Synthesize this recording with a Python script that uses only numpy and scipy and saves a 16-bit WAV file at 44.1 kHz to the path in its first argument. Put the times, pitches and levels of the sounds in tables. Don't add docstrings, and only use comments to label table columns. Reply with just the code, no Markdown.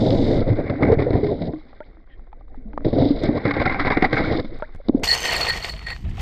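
import sys
import numpy as np
from scipy.fft import rfft, irfft, next_fast_len
from scipy.io import wavfile
from scipy.ndimage import map_coordinates

SR = 44100
rng = np.random.default_rng(int(sys.argv[2]) if len(sys.argv) > 2 else 0)


def store_pcm(level_fs):
    pcm = np.round(np.clip(level_fs, -1, 1) * 32767).astype(np.int16)
    wavfile.write(sys.argv[1], SR, np.atleast_2d(pcm).T)


N = 273861

# t/s, thud level/dB, scrape level/dB, fizz level/dB
CHURNING_LEVELS = [(0, -17.5, -47.5, -40.5), (.414, -18.5, -41, -43), (.42, -14, -39, -47),
                   (.78, -30, -42.5, -59), (.808, -20, -36.5, -56.5), (1.174, -25.5, -49.5, -57),
                   (1.475, -26.5, -53.5, -50.5), (1.49, -30.5, -62, -66), (1.63, -52.5, -60.5, -66.5),
                   (2.13, -62, -72.5, -84.5), (2.586, -53, -68.5, -82.5), (2.845, -41.5, -66, -75.5),
                   (2.848, -22.5, -49, -49.5), (3.07, -23, -51, -44.5), (3.4, -28, -42, -54.5),
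                   (3.462, -27, -30.5, -46), (3.99, -32.5, -35, -53), (4.21, -27.5, -31.5, -42.5),
                   (4.4, -18, -39.5, -41), (4.425, -38, -53, -54.5), (4.55, -43.5, -53.5, -59.5),
                   (4.765, -59, -60, -70.5), (4.88, -50, -63, -67.5), (4.886, -32, -63, -66),
                   (5.017, -29.5, -61, -65.5), (5.03, -20.5, -44, -59)]
# t/s, thud level over churning/dB,
# scrape strength over churning/dB (scaled per layer), nominal length/s (limited and scaled per layer)
KNOCKS = [(0.106, -6, 17.7, 0.0027), (0.697, 13, 13, 0.014), (0.824, 5, 18, 0.006),
          (0.831, 3.5, 14.5, 0.008), (.851, -2, 7.5, 0.0054), (0.876, 1, 2.5, 0.021), (0.917, 3, 8.9, 0.03),
          (0.989, 4.5, 9.5, 0.036), (1.021, 5, 11.5, 0.0153), (1.105, 7, 13, 0.0086), (1.131, 5, 10, 0.02),
          (1.152, 12, 7.5, 0.035), (1.232, 6, 6, 0.04), (1.266, 3, 11, 0.012), (1.291, -11, 3, 0.012),
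          (1.417, 5.5, 11.5, 0.0076), (2.847, 6, 8.2, 0.011), (2.929, 4.5, 5.9, 0.011),
          (2.983, 0.5, 3, 0.042), (3.235, 4, 11, 0.031), (3.288, 20.5, 6.5, 0.006), (3.377, -1, 11, 0.0048),
          (3.452, 11, 7.5, 0.013), (3.509, 4, 16, 0.0078), (3.538, 9, 11, 0.0069),
          (3.565, 9.5, 0.5, 0.0092), (3.598, 5, 7.5, 0.01), (3.616, 10, 9.5, 0.014),
          (3.654, 8.5, 11, 0.032), (3.696, 3, 11.5, 0.011), (3.714, 0, 5.5, 0.032), (3.745, -3, 11, 0.006),
          (3.795, 6, 14.5, 0.037), (3.848, 11, 11, 0.021), (3.869, 8, 15.5, 0.012), (3.902, 11, 14, 0.048),
          (3.97, 16, 15.5, 0.011), (4.023, 22, 19, 0.01), (4.042, 13, 15, 0.016), (4.129, 8, 13, 0.013),
          (4.167, 8, 7.5, 0.04), (4.445, 12.5, 9.7, 0.012), (4.885, 16.5, 24, 0.0077)]
# t/s, depth/dB
CONTACT_LULLS = [(0.452, 10.5), (.962, 11.5), (1.054, 3.5), (1.091, 3), (2.91, 6.5), (3.525, 6),
                 (3.583, 3.5), (3.642, 3.5), (3.688, 5), (3.785, -1.5), (3.835, 7), (3.952, 14),
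                 (4.088, 5.5), (4.112, 4), (.79, 3), (1.122, 3)]
# f/Hz, level/dB
THUD_SPECTRUM = [(29, -40.5), (50, -4.5), (109, 0), (199, -6), (289, 0.5), (386, -5.5), (437, -3.5),
                 (555, -5), (704, -9.5), (829, -19), (1000, -24.5), (1300, -61), (2200, -120)]
# f/Hz, level/dB
SCRAPE_SPECTRUM = [(350, -26), (600, -9.5), (792, 4), (912, -10), (1030, 0), (1240, -4), (1600, -4),
                   (1700, -4.5), (2120, 3), (2220, 0.5), (2660, -22), (2800, -19.5), (3640, -55),
                   (6160, -120)]
# f/Hz, level/dB
FIZZ_SPECTRUM = [(1530, -38.5), (2670, -16), (3220, -6), (3590, 2), (3820, 2.5), (4270, -3), (5030, -6),
                 (6140, -36), (7500, -35), (9750, -63), (16500, -120)]
# f/Hz, width/Hz, level/dB
CASE_MODES = [(126.3, 16, -2.5), (292, 54, 9.5)]
# f/Hz, width/Hz, level/dB
SHAFT_MODES = [(780, 150, -14), (1090, 14, -9), (1394, 24, 5.5), (1565, 9.2, 15.5), (2020, 290, -0.5)]
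# t/s, drive level/dB, length/s
SQUEALS = [(0.865, -40, .07), (3.916, -36.5, 0.025), (4.153, -28, 0.04), (4.244, -36, .07)]
# t/s, level/dB
SHAVING_LEVEL = [(0, -55), (.38, -59.5), (.43, -100), (3.22, -100), (3.237, -46.5), (3.255, -100)]
# f/Hz, level/dB
SHAVING_SPECTRUM = [(4000, -61.5), (5000, 6), (8800, -11.5), (9600, -30), (15000, -30)]
# t/s, level/dB, starting f/Hz, t60/s (limited in use)
GULPS = [(0.387, -9, 100.6, 0.066), (0.5, -5.5, 109.6, 0.17), (0.899, -5, 444, 0.053),
         (0.924, -1.5, 454, 0.067), (.972, -2, 110, 0.025), (0.994, -3, 400, 0.022),
         (1.066, -10, 483, 0.07), (1.106, -7.5, 254, .02), (1.144, -5, 92.5, 0.038),
         (1.229, -13.5, 415, 0.27), (1.409, -18, 171, 0.27), (1.534, -19, 308, 0.15),
         (2.574, -33.5, 254, 0.17), (2.654, -30, 212, 0.25), (2.739, -31.5, 295, 0.17),
         (2.855, -0.5, 114, 0.013), (2.865, 5, 357, 0.013), (2.932, -12, 266, 0.032),
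         (2.964, -8, 286, 0.075), (3.018, -5, 264, 0.11), (3.054, -7.5, 292, 0.11), (3.105, -4, 281, 0.1),
         (3.287, -11, 292, 0.2), (3.467, -14.5, 286, 0.35), (4.0243, 2, 175, 0.013), (4.128, -4, 294, 0.02),
         (4.237, -11, 176, 0.032), (4.52, -22.5, 344, 0.031), (4.8, -27.5, 560, 0.033),
         (4.8939, 6.5, 277, 0.022), (4.947, 0, 264, 0.043)]
# t/s, level/dB, start f/Hz, end f/Hz, length/s, exponent that delays the rise
BUBBLES = [(1.8048, -41, 1400, 4800, 0.043, 3.8), (4.624, -31, 1350, 2450, 0.036, 2.1)]
# t/s, level before the case's filter/dB, f/Hz
TICKS = [(1.535, -26, 703), (1.73, -35, 775), (1.8045, -22, 606), (2.274, -43, 720), (2.329, -29, 860),
         (2.41, -40, 800), (2.545, -34, 830), (2.733, -29, 840), (2.777, -15, 1200), (2.807, -37, 1500),
         (4.5985, -31, 775), (4.6232, -15, 613), (4.751, -32, 1900)]
# t/s, level/dB
NUDGES = [(4.589, -29), (4.749, -27), (4.761, -30), (4.998, -27)]
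# t/s, level/dB
RUB_LEVEL = [(2.075, -84), (2.1, -60), (2.14, -57), (2.19, -99.5)]
# t/s, level/dB
SWAY_LEVEL = [(0.0, -31), (0.47, -20.5), (0.7, -40), (0.97, -27.5), (1.67, -44.5), (3.25, -27),
              (3.42, -38.5), (3.84, -25), (4.66, -37.5), (5.03, -28)]
# f/Hz, level/dB
SWAY_SPECTRUM = [(7.1, -22.5), (14, 6.5), (25, -6.5), (45, -10.5), (90, -25.5), (120, -61), (200, -120)]
# f/Hz, level/dB, t60/s
STEEL_MODES = [(1865, -8.5, 0.1), (1908, -4, 0.038), (4340, 0, 0.09), (4384, -1, 0.15), (4520, -11, 0.05),
               (7558, -14, 0.07), (8995, -15, 0.05), (12030, -11, 0.045)]
# t/s, middle modes level/dB, low modes level/dB,
# top modes level/dB
RATTLES = [(5.075, 35, 28, 20), (5.105, 27.5, 31.5, 11.5), (5.1138, 46, 30.5, 23),
           (5.127, 37.5, 33.5, 40.5), (5.145, 25, 21.5, 36), (5.204, 24.5, 22.5, 37), (5.256, 33, 36.5, 39),
           (5.298, 31.5, 24, 35.5), (5.33, 33.5, 30, 36), (5.364, 38.5, 24.5, 42.5), (5.411, 35, 20, 26),
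           (5.431, 34, 25, 27), (5.468, 30, 23, 28.5), (5.49, 33.5, 28.5, 31), (5.6252, 25.5, 24.5, 20),
           (5.695, 31.5, 20, 28), (5.867, 19, 23.5, 20), (5.904, 27.5, 23, 21.5)]
# t/s, middle modes level/dB, low modes level/dB
RUBBING = [(5.03, -2, -4), (5.068, -8, -1), (5.076, 13, 5), (5.098, 9, 10), (5.135, 13, 19),
           (5.147, -9, -5.5), (5.225, -8, -4), (5.25, 3, 15), (5.345, 6, 7), (5.372, 3, 2.5),
           (5.38, -14.5, -6.5), (5.404, -15, -2.5), (5.412, 7.5, -2), (5.455, -7, -10.5),
           (5.495, 9.5, 14.5), (5.52, -5.5, 3.5), (5.6, -6.5, -3), (5.695, 1.5, 11.5), (5.71, -5, -23.5),
           (5.855, -27, -19), (5.868, -5.5, 8.5), (5.93, -2.5, 8), (5.94, -30, -29.5), (6.21, -56, -35)]
# t/s, mean f/Hz, level/dB, octave level/dB (both flutter)
WHINE = [(5.12, 3000, -60, -60), (5.16, 3090, -41, -39), (5.26, 3110, -35, -37), (5.3, 3070, -29, -44),
         (5.335, 2870, -28, -47), (5.353, 2550, -27, -47), (5.373, 2000, -33, -55), (5.39, 1600, -60, -70)]
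# t/s, wind level/dB, slush level/dB, spray level/dB
AIR_LEVELS = [(5.03, -21.5, -26, -28.5), (5.064, -35, -33, -30.5), (5.33, -39.5, -28, -34),
              (5.41, -33, -24.5, -34), (5.55, -34.5, -36, -43.5), (5.7, -37.5, -34.5, -39),
              (5.71, -33, -46, -49.5), (5.77, -27.5, -46.5, -56), (5.82, -35.5, -47.5, -56.5),
              (5.86, -32, -50, -57), (5.87, -32, -43, -51.5), (5.93, -28.5, -43, -54.5),
              (5.95, -25.5, -52, -56.5), (6.035, -25.5, -56, -57.5), (6.05, -26, -42, -57.5),
              (6.1, -27, -48, -56.5), (6.13, -27.5, -57.5, -67), (6.21, -25.5, -36.5, -46.5)]
# t/s, level/dB
SPLATS = [(5.036, -19.5), (5.2542, -15.5), (5.3398, -22.5), (5.408, -18.5), (5.4509, -18), (5.505, -19),
          (5.524, -25), (5.537, -23.5), (5.645, -15), (5.737, -30.5), (5.764, -32), (5.792, -32.5),
          (5.8693, -27), (5.885, -25.5), (5.9032, -24), (5.963, -34.5)]
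# f/Hz, level/dB
SLUSH_SPECTRUM = [(150, -5.5), (250, -9), (484, 3), (590, -4), (678, 2.5), (1660, -7.5), (1880, 0.5),
                  (2190, -0.5), (4000, -9), (5200, -50.5), (8800, -120)]
# f/Hz, level/dB
SPRAY_SPECTRUM = [(1760, -27), (3000, 3), (3870, -19), (4410, 2.5), (5050, -3), (8990, -12.5), (10700, -37),
                  (11600, -15.5), (12200, 0.5), (15500, -27.5)]
# f/Hz, level/dB
SPLAT_SPECTRUM = [(300, -30), (800, -8), (2600, 0), (4500, -12), (8000, -34), (15000, -60)]
# t/s, level/dB, start f/Hz, end f/Hz, length/s
PLOPS = [(5.04, -25.5, 730, 895, 0.02), (5.739, -37.5, 623, 700, 0.039), (5.908, -37.5, 764, 890, 0.028)]
# f/Hz, level/dB
WIND_SPECTRUM = [(8.8, -33), (15, -11), (50, -4.5), (119, -14.5), (183, -20), (272, -30), (400, -38.5),
                 (520, -71), (880, -120)]

CUT_S = 5.033
BREAKTHROUGH_S, STEADY_SHARE = .4, .4
LULL_S = 0.02
SCRAPE_GROWS = 0.88
FIZZ_GROWS = 1.22
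EDGE_DB, EDGE_SHARE = -9.5, 0.13
SQUEAL_HZ, SQUEAL_WIDTH_HZ = 2233, 27
NOTCH_HZ, NOTCH_WIDTH_HZ = 2720, 900
CRUMBS, CRUMB_DB = 90, -46
NUDGE_S = .0018
TOP_RUB_DB = -8
BUILDUP_HZ = 1000
SPLIT_HZ, TOP_HZ = 11300, 15700


def churning():
    thud_db, scrape_db, fizz_db = curves(CHURNING_LEVELS)
    s, low_db, strength_db, length = np.transpose(KNOCKS)
    length = np.clip(length, .003, .08)
    after_onset = (s * SR).astype(int) + SR // 200
    t = np.arange(N) / SR
    lull_db = sum(depth * np.exp(-((t - at) / LULL_S) ** 4) for at, depth in CONTACT_LULLS)
    loose = np.where(t < BREAKTHROUGH_S, STEADY_SHARE, 1)
    uneven_db = loose * (2.3 * wobble(21.984) + 1.1 * wobble(70)) - lull_db

    boom = lambda f: shape(THUD_SPECTRUM)(f) * (1 + 0.67 * ringing(CASE_MODES)(f))
    thud_bubbles = gurgle(count=1200, low_hz=179.1, high_hz=808.0, cycles=14.2)
    rumble = rush(boom, 40, lumpy_db=3.4 * loose) + 0.54 * unit(filtered(thud_bubbles, boom))
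    thud_knocks = bursts(s, thud_db[after_onset] + low_db, length, 0.00056)
    thud = filtered((amp(thud_db + uneven_db) + thud_knocks) * rumble, case_low_pass)

    rasp = lambda f: shape(SCRAPE_SPECTRUM)(f) * (1.6 + 0.55 * np.abs(ringing(SHAFT_MODES)(f)))
    scrape_bubbles = gurgle(count=1500, low_hz=693.0, high_hz=2470, cycles=12)
    grind = rush(rasp, 150, lumpy_db=1.5)
    grind += 0.72 * unit(filtered(scrape_bubbles, shape(SCRAPE_SPECTRUM)))
    skid_db = scrape_db[after_onset] + SCRAPE_GROWS * strength_db
    skids = bursts(s, skid_db, length, 0.0011)
    edges = bursts(s, skid_db + EDGE_DB, EDGE_SHARE * length, 0.00068)
    scrape = (amp(scrape_db + uneven_db) + skids + edges) * grind

    fizz_knock_db = fizz_db[after_onset] + FIZZ_GROWS * strength_db
    fizz_knocks = bursts(s, fizz_knock_db, 0.76 * length, 0.00073)
    fizz = (amp(fizz_db + uneven_db) + fizz_knocks) * rush(shape(FIZZ_SPECTRUM), 200, lumpy_db=3.0)
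    return thud + water_low_pass(scrape + fizz)


def squeals():
    density = np.sqrt(SR / np.pi / SQUEAL_WIDTH_HZ)
    drag = bursts(*np.transpose(SQUEALS), attack=0.0038) * rng.standard_normal(N) * density
    mode = ringing([(SQUEAL_HZ, SQUEAL_WIDTH_HZ, 0)])
    return water_low_pass(filtered(drag, lambda f: mode(f) * notch(f)))


def shaving():
    return amp(curves(SHAVING_LEVEL)[0]) * unit(filtered(rng.standard_normal(N), shape(SHAVING_SPECTRUM)))


def gulps():
    out, t = np.zeros(N + SR), np.arange(SR // 4) / SR
    for s, db, hz, t60 in GULPS:
        ring = np.sin(2 * np.pi * hz * t * (1 + 0.08 * t)) * (1 - np.exp(-(t / 0.0015) ** 2))
        out[round(s * SR):][:len(t)] += amp(db - 60 * t / np.clip(t60, .015, .3)) * ring
    return filtered(out[:N], case_low_pass)


def pinched_bubbles():
    pops = sum(chirp(s, db, lambda u: hz0 + (hz1 - hz0) * u ** late, length)
               for s, db, hz0, hz1, length, late in BUBBLES)
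    return filtered(pops, notch)


def ticks():
    out, t = np.zeros(N + SR), np.arange(SR // 20) / SR
    crumbs = rng.random((CRUMBS, 3)) * [CUT_S, 10, 1200] + [0, CRUMB_DB - 5, 800]
    for s, db, hz in [*TICKS, *crumbs]:
        crunch = amp(12 - 60 * t / 0.01) * rng.standard_normal(len(t))
        ring = np.sin(2 * np.pi * hz * t) + 0.45 * np.sin(2 * np.pi * 1.48 * hz * t)
        decay = amp(-60 * t * hz / 24 * hz / 800)
        out[round(s * SR):][:len(t)] += amp(db) * (crunch + decay * ring)
    muffled = lambda f: 1j * f / 400 / (1 + 1j * f / 400) / (1 + 1j * f / 2100) ** 5
    return filtered(out[:N], lambda f: muffled(f) * notch(f) * (f < 5600))


def nudges():
    out, u = np.zeros(N + SR), np.arange(SR // 10) / SR / NUDGE_S
    for s, db in NUDGES:
        out[round(s * SR):][:len(u)] -= amp(db) * np.e * (.12 + u) * (1 - .4 * u) * np.exp(-u)
    return out[:N]


def squeaky_rub():
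    resonances = ringing([(1850, 53, 7.5), (3220, 170, -4.0)])
    return amp(curves(RUB_LEVEL)[0]) * rush(resonances, 94, lumpy_db=0.0)


def sway():
    return amp(curves(SWAY_LEVEL)[0]) * rush(shape(SWAY_SPECTRUM), 1.3, lumpy_db=-1.5)


def auger():
    s, db, low_db, top_db = np.transpose(RATTLES)
    rub_db, low_rub_db = curves(RUBBING)
    grip_db = 4.5 * wobble(45)
    low, middle, top = (low_rub_db, low_db), (rub_db, db), (rub_db + TOP_RUB_DB, top_db)
    drives = 2 * [low] + 3 * [middle] + 3 * [top]
    ring = 0
    for (hz, level, t60), (steady_db, blow_db) in zip(STEEL_MODES, drives):
        width_hz = np.log(1000) / np.pi / t60
        mode = ringing([(hz, width_hz, level + 10 * np.log10(t60))])
        buildup = ringing([(hz, BUILDUP_HZ, 0)])
        push = amp(steady_db + grip_db) * rng.standard_normal(N)
        push[(s * SR).astype(int)] += amp(blow_db + rng.normal(0, 2, len(s)))
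        ring = ring + filtered(push, lambda f: mode(f) * buildup(f))
    return ring


def drill():
    hz, db, octave_db = curves(WHINE)
    phase = 2 * np.pi * np.cumsum(hz * (1 + .002 * wobble(80))) / SR
    running = db > np.min(db)
    whine = amp(db) * np.sin(phase) + amp(octave_db) * np.sin(2 * phase)
    return running * amp(wobble(50)) * whine


def slush_and_spray():
    _, slush_db, spray_db = curves(AIR_LEVELS)
    uneven_db = 2.2 * wobble(30)
    slush = amp(slush_db + uneven_db) * rush(shape(SLUSH_SPECTRUM), 250, lumpy_db=3.0)
    slush += amp(slush_db - 9.5) * gurgle(count=2000, low_hz=594.5, high_hz=3200, cycles=5)
    spray = amp(spray_db + uneven_db) * rush(shape(SPRAY_SPECTRUM), 320, lumpy_db=3.5)
    s, db = np.transpose(SPLATS)
    splat_noise = unit(filtered(rng.standard_normal(N), shape(SPLAT_SPECTRUM)))
    splats = bursts(s, db, np.full(len(s), .003), 0.00024) * splat_noise
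    return slush + spray + splats


def plops():
    return sum(chirp(s, db, lambda u: hz0 + (hz1 - hz0) * u, length) for s, db, hz0, hz1, length in PLOPS)


def wind():
    return amp(curves(AIR_LEVELS)[0]) * rush(shape(WIND_SPECTRUM), 14, lumpy_db=3)


def gurgle(count, low_hz, high_hz, cycles):
    draw = rng.random((count, 3))
    hz = low_hz * (high_hz / low_hz) ** draw[:, 1:2]
    t = np.arange(SR // 25) / SR
    age = t * hz / cycles
    strength = -np.log(1 - draw[:, 2:])
    ring = strength * age * np.exp(-3 * age) * np.sin(2 * np.pi * hz * t * (1 + 0.05 * age))
    at = (draw[:, :1] * N).astype(int) + np.arange(len(t))
    return unit(np.bincount(at.ravel(), ring.ravel())[:N])


def chirp(s, db, hz, length):
    out, u = np.zeros(N + SR), np.linspace(0, 1, round(length * SR))
    tone = np.sin(2 * np.pi * np.cumsum(hz(u)) / SR)
    out[round(s * SR):][:len(u)] = amp(db - 16 * u) * (1 - u ** 8) * tone
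    return out[:N]


def bursts(times, levels_db, lengths, attack):
    out, t = np.zeros(N + SR), np.arange(SR // 4) / SR
    for s, db, length in zip(times, levels_db, lengths):
        fall_db = 9 * t / length + 2.6 * (t / length) ** 2
        out[round(s * SR):][:len(t)] += amp(db - fall_db) * (1 - np.exp(-t / attack))
    return out[:N]


def rush(response, rate, lumpy_db):
    return unit(filtered(rng.standard_normal(N), response) * amp(lumpy_db * wobble(rate)))


def ringing(modes):
    return lambda f: sum((-1) ** k * amp(db) * 1j * f * w / (c * c - f * f + 1j * f * w)
                         for k, (c, w, db) in enumerate(modes))


def notch(f):
    detuning = NOTCH_HZ ** 2 - f * f
    damping = 1j * f * NOTCH_WIDTH_HZ
    return (detuning + .1 * damping) / (detuning + damping)


def case_low_pass(f):
    return notch(f) / (1 + 1j * f / 3500) ** 3


def water_low_pass(x):
    return filtered(x, lambda f: 1 / np.sqrt(1 + (f / 6500) ** 12))


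def shape(points):
    f, db = np.transpose(points)
    return lambda hz: amp(np.interp(np.log(hz + 1), np.log(f + 1), db))


def filtered(x, response):
    m = next_fast_len(N + SR // 2)
    return irfft(rfft(x, m) * response(np.fft.rfftfreq(m, 1 / SR)), m)[..., :N]


def wobble(rate):
    return map_coordinates(rng.standard_normal(int(N * rate / SR) + 4), [np.arange(N) * rate / SR])


def curves(rows):
    s, *cols = np.transpose(rows)
    return [np.interp(np.arange(N) / SR, s, c) for c in cols]


def unit(x):
    return x / np.sqrt(np.mean(x ** 2) + 1e-20)


def amp(db):
    return 10 ** (np.asarray(db) / 20)


def under_ice():
    cutting = churning() + squeals() + shaving()
    return cutting + gulps() + pinched_bubbles() + ticks() + nudges() + squeaky_rub() + sway()


def above_ice():
    return auger() + drill() + slush_and_spray() + plops() + wind()


def scene():
    air = np.clip((np.arange(N) / SR - CUT_S) / 0.003, 0, 1)
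    mono = (1 - air) * under_ice() + air * above_ice()
    return np.array([mono, mono]) + amp(-103) * rng.standard_normal((2, N))


def record(dry):
    lean = np.array([[amp(-16.5) * np.exp(1.8j)], [amp(-6.0)]])
    rounded = dry / (1 + np.abs(dry / .75) ** 4) ** (1 / 4)
    return filtered(rounded, lambda hz: np.where(hz > SPLIT_HZ, lean, 1) * (hz < TOP_HZ))


dry = scene()
out = record(dry)
store_pcm(out)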